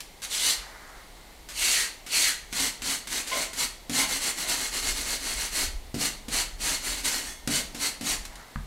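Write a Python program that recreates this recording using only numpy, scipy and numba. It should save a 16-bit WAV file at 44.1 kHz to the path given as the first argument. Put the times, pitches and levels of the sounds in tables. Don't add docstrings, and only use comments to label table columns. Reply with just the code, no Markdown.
import sys
import numpy as np
from scipy import signal
from scipy.fft import rfft, irfft, next_fast_len
from scipy.io import wavfile
from numba import njit

SR = 44100
rng = np.random.default_rng(int(sys.argv[2]) if len(sys.argv) > 2 else 0)


def master_out(mix):
    frames = np.transpose(np.atleast_2d(mix))
    ceiling = np.clip(frames, -1, 1)
    pcm = np.round(ceiling * 32767).astype(np.int16)
    wavfile.write(sys.argv[1], SR, pcm)


N = 381906
TIME_S = np.arange(N) / SR

# middle t/s, length/s, level/dB, tuft start f/Hz, tuft end f/Hz
SWEEPS = [(0.243, 0.034, -34, 3850, 3750), (0.366, 0.12, -29.5, 3600, 3200),
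          (0.476, 0.13, -23.5, 3570, 4460), (1.715, 0.28, -24.5, 2800, 1780), (2.218, 0.2, -23, 2680, 1760)]
# middle t/s, length/s, level/dB
STROKES = [(2.62, 0.15, -26.5), (2.904, 0.13, -28.5), (3.161, 0.12, -30), (3.293, 0.06, -35),
           (3.395, 0.12, -29.5), (3.617, 0.089, -27), (3.99, 0.12, -24.5), (4.134, 0.11, -28.5),
           (4.262, 0.11, -27.5), (4.411, 0.089, -31.5), (4.518, 0.085, -26), (4.627, 0.13, -31),
           (4.765, 0.094, -30), (4.877, 0.11, -28.5), (4.998, 0.1, -32.5), (5.113, 0.12, -30),
           (5.287, 0.16, -32), (5.426, 0.12, -31), (5.595, 0.14, -27.5), (6.041, 0.099, -27),
           (6.378, 0.11, -26.5), (6.692, 0.15, -27), (6.891, 0.14, -31), (6.987, 0.068, -36),
           (7.071, 0.06, -25), (7.149, 0.11, -30), (7.245, 0.19, -40), (7.555, 0.11, -27),
           (7.847, 0.095, -27.5), (8.102, 0.11, -28)]
# t/s, level/dB, decay/s, lowest resonance f/Hz
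CATCHES = [(3.312, -25.5, 0.058, 635), (3.977, -27, 0.06, 836), (4.438, -37, 0.073, 670)]
# t/s, wire clash level/dB, wood knock level/dB
LANDINGS = [(0.005, -31.5, -70), (0.219, -62, -66), (1.488, -57, -67), (2.064, -65, -56),
            (2.527, -34, -42.5), (2.82, -37, -43), (3.072, -39, -51), (3.275, -44, -60), (3.531, -40, -54),
            (3.896, -34, -33.5), (4.385, -40, -64), (5.943, -41, -31), (6.283, -48, -37.5),
            (6.604, -56, -49), (7.045, -48, -52), (7.475, -27.5, -29), (7.747, -54, -40.5),
            (8.01, -44, -35), (8.252, -33.5, -58), (8.356, -40.5, -59)]
# middle t/s, length/s, level/dB
SLEEVE_RUSTLES = [(0.74, 0.72, -50), (8.38, 0.32, -51.5)]
DRAUGHT_PUFFS = [(4.91, 0.31, -41), (5.38, 0.13, -34), (5.68, 0.39, -36.5), (6.38, 0.51, -40),
                 (7.0, 0.75, -45), (7.7, 0.21, -46), (8.22, 0.3, -40.5)]

# f/Hz, width/Hz, gain/dB
TUFT_PEAKS = [(2955, 340, 2), (4320, 270, 2.5), (5900, 470, 1.5)]
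TUFT_LOW_PEAKS = [(2140, 123, 4.5), (2480, 200, -4.5)]
HOLLOW_WALL_PEAKS = [(1040, 23, 4), (1420, 300, -10), (2120, 170, -1), (3050, 720, -11)]
WOOD_PEAKS = [(171, 75, -11), (246, 20, -7), (273, 8.9, 7.5), (360, 270, -11.5)]
# f/Hz, level/dB, t60/s
WOOD_MODES = [(137.8, -17, 0.27), (243, 1.5, 0.22), (282.9, -2.5, 0.3), (335, -16, 0.079), (438, -20, 0.24),
              (488, -11.5, 0.18), (695, -13, 0.17)]
WIRE_MODES = [(1770, -5, 0.59), (1820, -19, 0.57), (1825, -4, 0.46), (2140, -9, 0.66), (3394, -8, 0.52),
              (4340, -7, 0.5), (5480, -8, 0.76), (5700, -5, .5), (6300, -6, 0.46), (6691, -10, .35),
              (8430, 3.5, 0.31), (9450, -9, .6), (10450, -11, .6), (11900, -14, .6)]
FLOOR_MODES = [(43.5, -2, 0.6), (82, -4, 0.43), (143, 0, 0.2), (210, 0, 0.1), (1240, 6, 0.012),
               (1600, 4, 0.01)]
# f/Hz, gain/dB
SCRAPE_EQ = [(880, -35.5), (1500, -11), (2160, -4.5), (2340, -7), (3570, -0.5), (4390, 4.5), (5090, -1.5),
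             (6200, -0.5), (8090, -1.5), (10100, -5), (13000, -13.5), (14900, -23), (15800, -26)]
BITE_EQ = [(150, -43), (350, -6.5), (520, -8), (800, -4.5), (1300, -4.5), (2000, -1), (2500, -7),
           (3500, -19.5)]
CLASH_EQ = [(200, -6), (700, -0.5), (2000, 7.5), (4200, 7), (8000, 5.5), (12000, -1), (16000, -15)]
THUD_EQ = [(50, -16), (90, -1.5), (160, 6.5), (300, -0.5), (450, -6.5), (750, -8.5), (1200, -31),
           (3000, -53)]
CLOTH_EQ = [(100, -14.5), (400, -7), (900, 2.5), (2100, 1.5), (2600, -14.5), (4500, -11), (5500, -12),
            (10000, -19), (16000, -33)]
ROOM_NOISE_EQ = [(47, -51), (80, -9), (109, 5), (699, 3.5), (816, 4.5), (1580, -12.5), (2070, 2.5),
                 (2410, -4.5), (4380, -2), (5110, -7.5), (7960, -7.5), (14800, -13.5), (15800, -22)]
DRAUGHT_EQ = [(10, -20), (25, -5), (40, -2.5), (58, -12), (90, -23), (200, -44), (600, -80)]
# f/Hz, gain/dB
STEREO_WIDTH_EQ = [(100, -30), (500, -25.5), (2000, -26.5), (5000, -24), (10000, -20), (15000, -17)]

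USUAL_STROKE_DB = -27.5
SWEEP_SQUARENESS, STROKE_SQUARENESS = 4.2, 3.1
SIDE_SIGNS = np.array([[1], [-1]])


def scrubbing():
    ridges = level(undb(0.69 * walk(70) + 0.53 * walk(600)))
    slips = flicks(rate_hz=6500, spread_db=1.5)
    tips = colour(slips + undb(-7) * wire_rings(wires=220, plucks=69, t60_s=0.045), SCRAPE_EQ)
    hiss = signal.sosfilt(signal.butter(3, 7000, "low", fs=SR, output="sos"), tips)
    sizzle = signal.sosfilt(signal.butter(3, 7000, "high", fs=SR, output="sos"), tips)
    tuft = resonate(flicks(rate_hz=4000, spread_db=2), TUFT_PEAKS)
    scrape = level(hiss, -5) + level(tuft, -10) + level(sizzle, -4.5)
    bite = level(colour(flicks(rate_hz=3000, spread_db=4.5), BITE_EQ), -2)
    bite += level(resonate(flicks(rate_hz=3000, spread_db=6), TUFT_LOW_PEAKS), -6.5)
    bite *= effort(usual_db=-36, db_per_db=0.85, sweep_db=-4.5)
    return ridges * (effort() * scrape + bite + bent_tuft())


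def wire_rings(wires, plucks, t60_s):
    t = TIME_S[:SR // 10]
    out = np.zeros(N)
    for pitch, *moments in rng.random((wires, 1 + plucks)):
        ping = np.sin(2 * np.pi * 1800 * 8 ** pitch * t) * decay(t, t60_s)
        for first in (np.array(moments) * (N - len(t))).astype(int):
            out[first:first + len(t)] += ping * rng.standard_normal()
    return level(out)


def bent_tuft(width_hz=910, dip_depth=0.98, dip_share=0.23):
    slips = flicks(rate_hz=3600, spread_db=1)
    out = np.zeros(N)
    for middle_s, length_s, db, start_hz, end_hz in SWEEPS:
        hz = np.interp(TIME_S, [middle_s - length_s / 2, middle_s + length_s / 2], [start_hz, end_hz])
        song = level(bandpass(bandpass(slips, hz, width_hz), hz, width_hz), -8)
        dip = 1 - dip_depth * swells([(middle_s, dip_share * length_s, 0)])
        out += song * swells([(middle_s, length_s, db)], SWEEP_SQUARENESS) * dip
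    return out


def catches(attack_s=0.0076):
    out = np.zeros(N)
    for start_s, db, decay_s, lowest_hz in CATCHES:
        rasp = resonate(flicks(rate_hz=2800, spread_db=6), [(lowest_hz, 90, 1)] + HOLLOW_WALL_PEAKS)
        out += (fade(start_s, decay_s) - fade(start_s, attack_s)) * level(rasp, db)
    return out


def clashes(reach_s=0.15):
    middle_s, length_s = np.transpose([row[:2] for row in SWEEPS + STROKES])
    envelope = np.zeros(N)
    for start_s, clash_db, _ in LANDINGS:
        envelope += undb(clash_db) * fade(start_s, decay_s=0.007)
        if np.any((middle_s > start_s) & (middle_s - length_s / 2 < start_s + reach_s)):
            envelope += undb(-39) * fade(start_s, decay_s=0.062)
    return envelope * level(colour(flicks(rate_hz=6400, spread_db=2), CLASH_EQ), -0.47)


def wooden_back():
    knocks, thud_envelope = np.zeros((2, N))
    for start_s, _, knock_db in LANDINGS:
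        knocks += undb(knock_db) * ring(WOOD_MODES, start_s, detune=0.0058 * rng.standard_normal())
        thud_envelope += undb(knock_db) * fade(start_s, decay_s=0.097)
    thuds = thud_envelope * noise(THUD_EQ, -5)
    drone = level(resonate(flicks(rate_hz=1500, spread_db=1), WOOD_PEAKS))
    return knocks + thuds + drone * effort(usual_db=-43.5, db_per_db=0.56, sweep_db=-10.5)


def twang():
    return undb(-42) * ring(WIRE_MODES, start_s=7.27)


def floor_bump():
    return undb(-30.5) * ring(FLOOR_MODES, start_s=8.559)


def clothes():
    crinkle = level(colour(flicks(rate_hz=5000, spread_db=7.5), CLOTH_EQ))
    return crinkle * np.hypot(undb(-64), swells(SLEEVE_RUSTLES)) * undb(1.9 * walk(30))


def room(x, low_t60_s=0.43, treble_t60_s=0.28):
    t = TIME_S[:int(0.7 * SR)]
    tails = []
    for white in rng.standard_normal((2, len(t))):
        low = signal.lfilter(*signal.butter(1, 4000, fs=SR), white)
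        tail = (low * decay(t, low_t60_s) + (white - low) * decay(t, treble_t60_s)) * (t > 0.003)
        tails.append(signal.fftconvolve(x, tail / np.linalg.norm(tail))[:N])
    field = (tails[0] + 1j * tails[1]) * np.exp(1.3j * walk(6))
    spread = colour(field.imag, STEREO_WIDTH_EQ) * SIDE_SIGNS
    return undb(-4) * field.real + spread


def draught():
    rumble = noise(DRAUGHT_EQ) + noise(DRAUGHT_EQ, -28) * SIDE_SIGNS
    return rumble * np.hypot(undb(-50.5), swells(DRAUGHT_PUFFS)) * undb(1.8 * walk(5.6))


def room_noise():
    return noise(ROOM_NOISE_EQ, -51.5) + noise(ROOM_NOISE_EQ, -70) * SIDE_SIGNS


def effort(usual_db=USUAL_STROKE_DB, db_per_db=1, sweep_db=0):
    def scaled(rows):
        return [(middle_s, length_s, usual_db + db_per_db * (db - USUAL_STROKE_DB))
                for middle_s, length_s, db, *_ in rows]
    sweeps = undb(sweep_db) * swells(scaled(SWEEPS), SWEEP_SQUARENESS)
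    return sweeps + swells(scaled(STROKES), STROKE_SQUARENESS)


def swells(rows, squareness=2):
    t = TIME_S[::20]
    middle_s, length_s, db = np.transpose(rows)[:, :, None]
    each = undb(db) * np.exp(-np.abs(2 * (t - middle_s) / length_s) ** squareness)
    return np.interp(TIME_S, t, np.sqrt(np.sum(each ** 2, axis=0)))


def flicks(rate_hz, spread_db):
    hit = rng.random(N) < rate_hz / SR
    return level(hit * rng.choice([-1, 1], N) * undb(spread_db * np.clip(rng.standard_normal(N), -2, 2)))


def ring(modes, start_s, detune=0):
    first = int(start_s * SR)
    t = TIME_S[:min(SR, N - first)]
    out = np.zeros(N)
    for hz, db, t60_s in modes:
        out[first:first + len(t)] += undb(db) * decay(t, t60_s) * np.sin(2 * np.pi * hz * (1 + detune) * t)
    return out


def resonate(x, peaks):
    return sum(undb(db) * signal.lfilter(*signal.iirpeak(hz, hz / width_hz, fs=SR), x)
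               for hz, width_hz, db in peaks)


@njit
def bandpass(x, hz, width_hz):
    out, band_state, low_state = np.empty(len(x)), 0., 0.
    for i in range(len(x)):
        gain, damping = np.tan(np.pi * hz[i] / SR), width_hz / hz[i]
        band = (band_state + gain * (x[i] - low_state)) / (1 + gain * (gain + damping))
        band_state = 2 * band - band_state
        low_state += 2 * gain * band
        out[i] = damping * band
    return out


def colour(x, eq):
    hz, db = np.transpose(eq)
    size = 2 * next_fast_len(N // 2 + SR // 4)
    bins_hz = np.maximum(np.arange(size // 2 + 1) * SR / size, 1)
    cepstrum = irfft(np.log(undb(np.interp(np.log(bins_hz), np.log(hz), db))))
    cepstrum[1:size // 2] *= 2
    cepstrum[size // 2 + 1:] = 0
    return irfft(rfft(x, size) * np.exp(rfft(cepstrum)))[:N]


def noise(eq, rms_db=0):
    return level(colour(rng.standard_normal(N), eq), rms_db)


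def walk(rate_hz):
    return 1.2 * np.interp(TIME_S * rate_hz, np.arange(16384), rng.standard_normal(16384))


def fade(start_s, decay_s):
    return (TIME_S >= start_s) * np.exp(-np.clip((TIME_S - start_s) / decay_s, 0, 20))


def decay(t, t60_s):
    return np.exp(-np.log(1000) * t / t60_s)


def level(x, rms_db=0):
    return x * undb(rms_db) / np.sqrt(np.mean(x ** 2))


def undb(db):
    return 10 ** (np.asarray(db) / 20)


def scene():
    rubbing = scrubbing() + clashes() + catches() + clothes()
    ringing = wooden_back() + twang() + floor_bump()
    wet = room(rubbing + undb(-3) * ringing)
    return undb(0.4) * rubbing + ringing + wet + room_noise() + draught()


def record(dry):
    return signal.sosfilt(signal.ellip(10, 0.2, 75, 15750, fs=SR, output="sos"), dry)


dry = scene()
out = record(dry)
master_out(out)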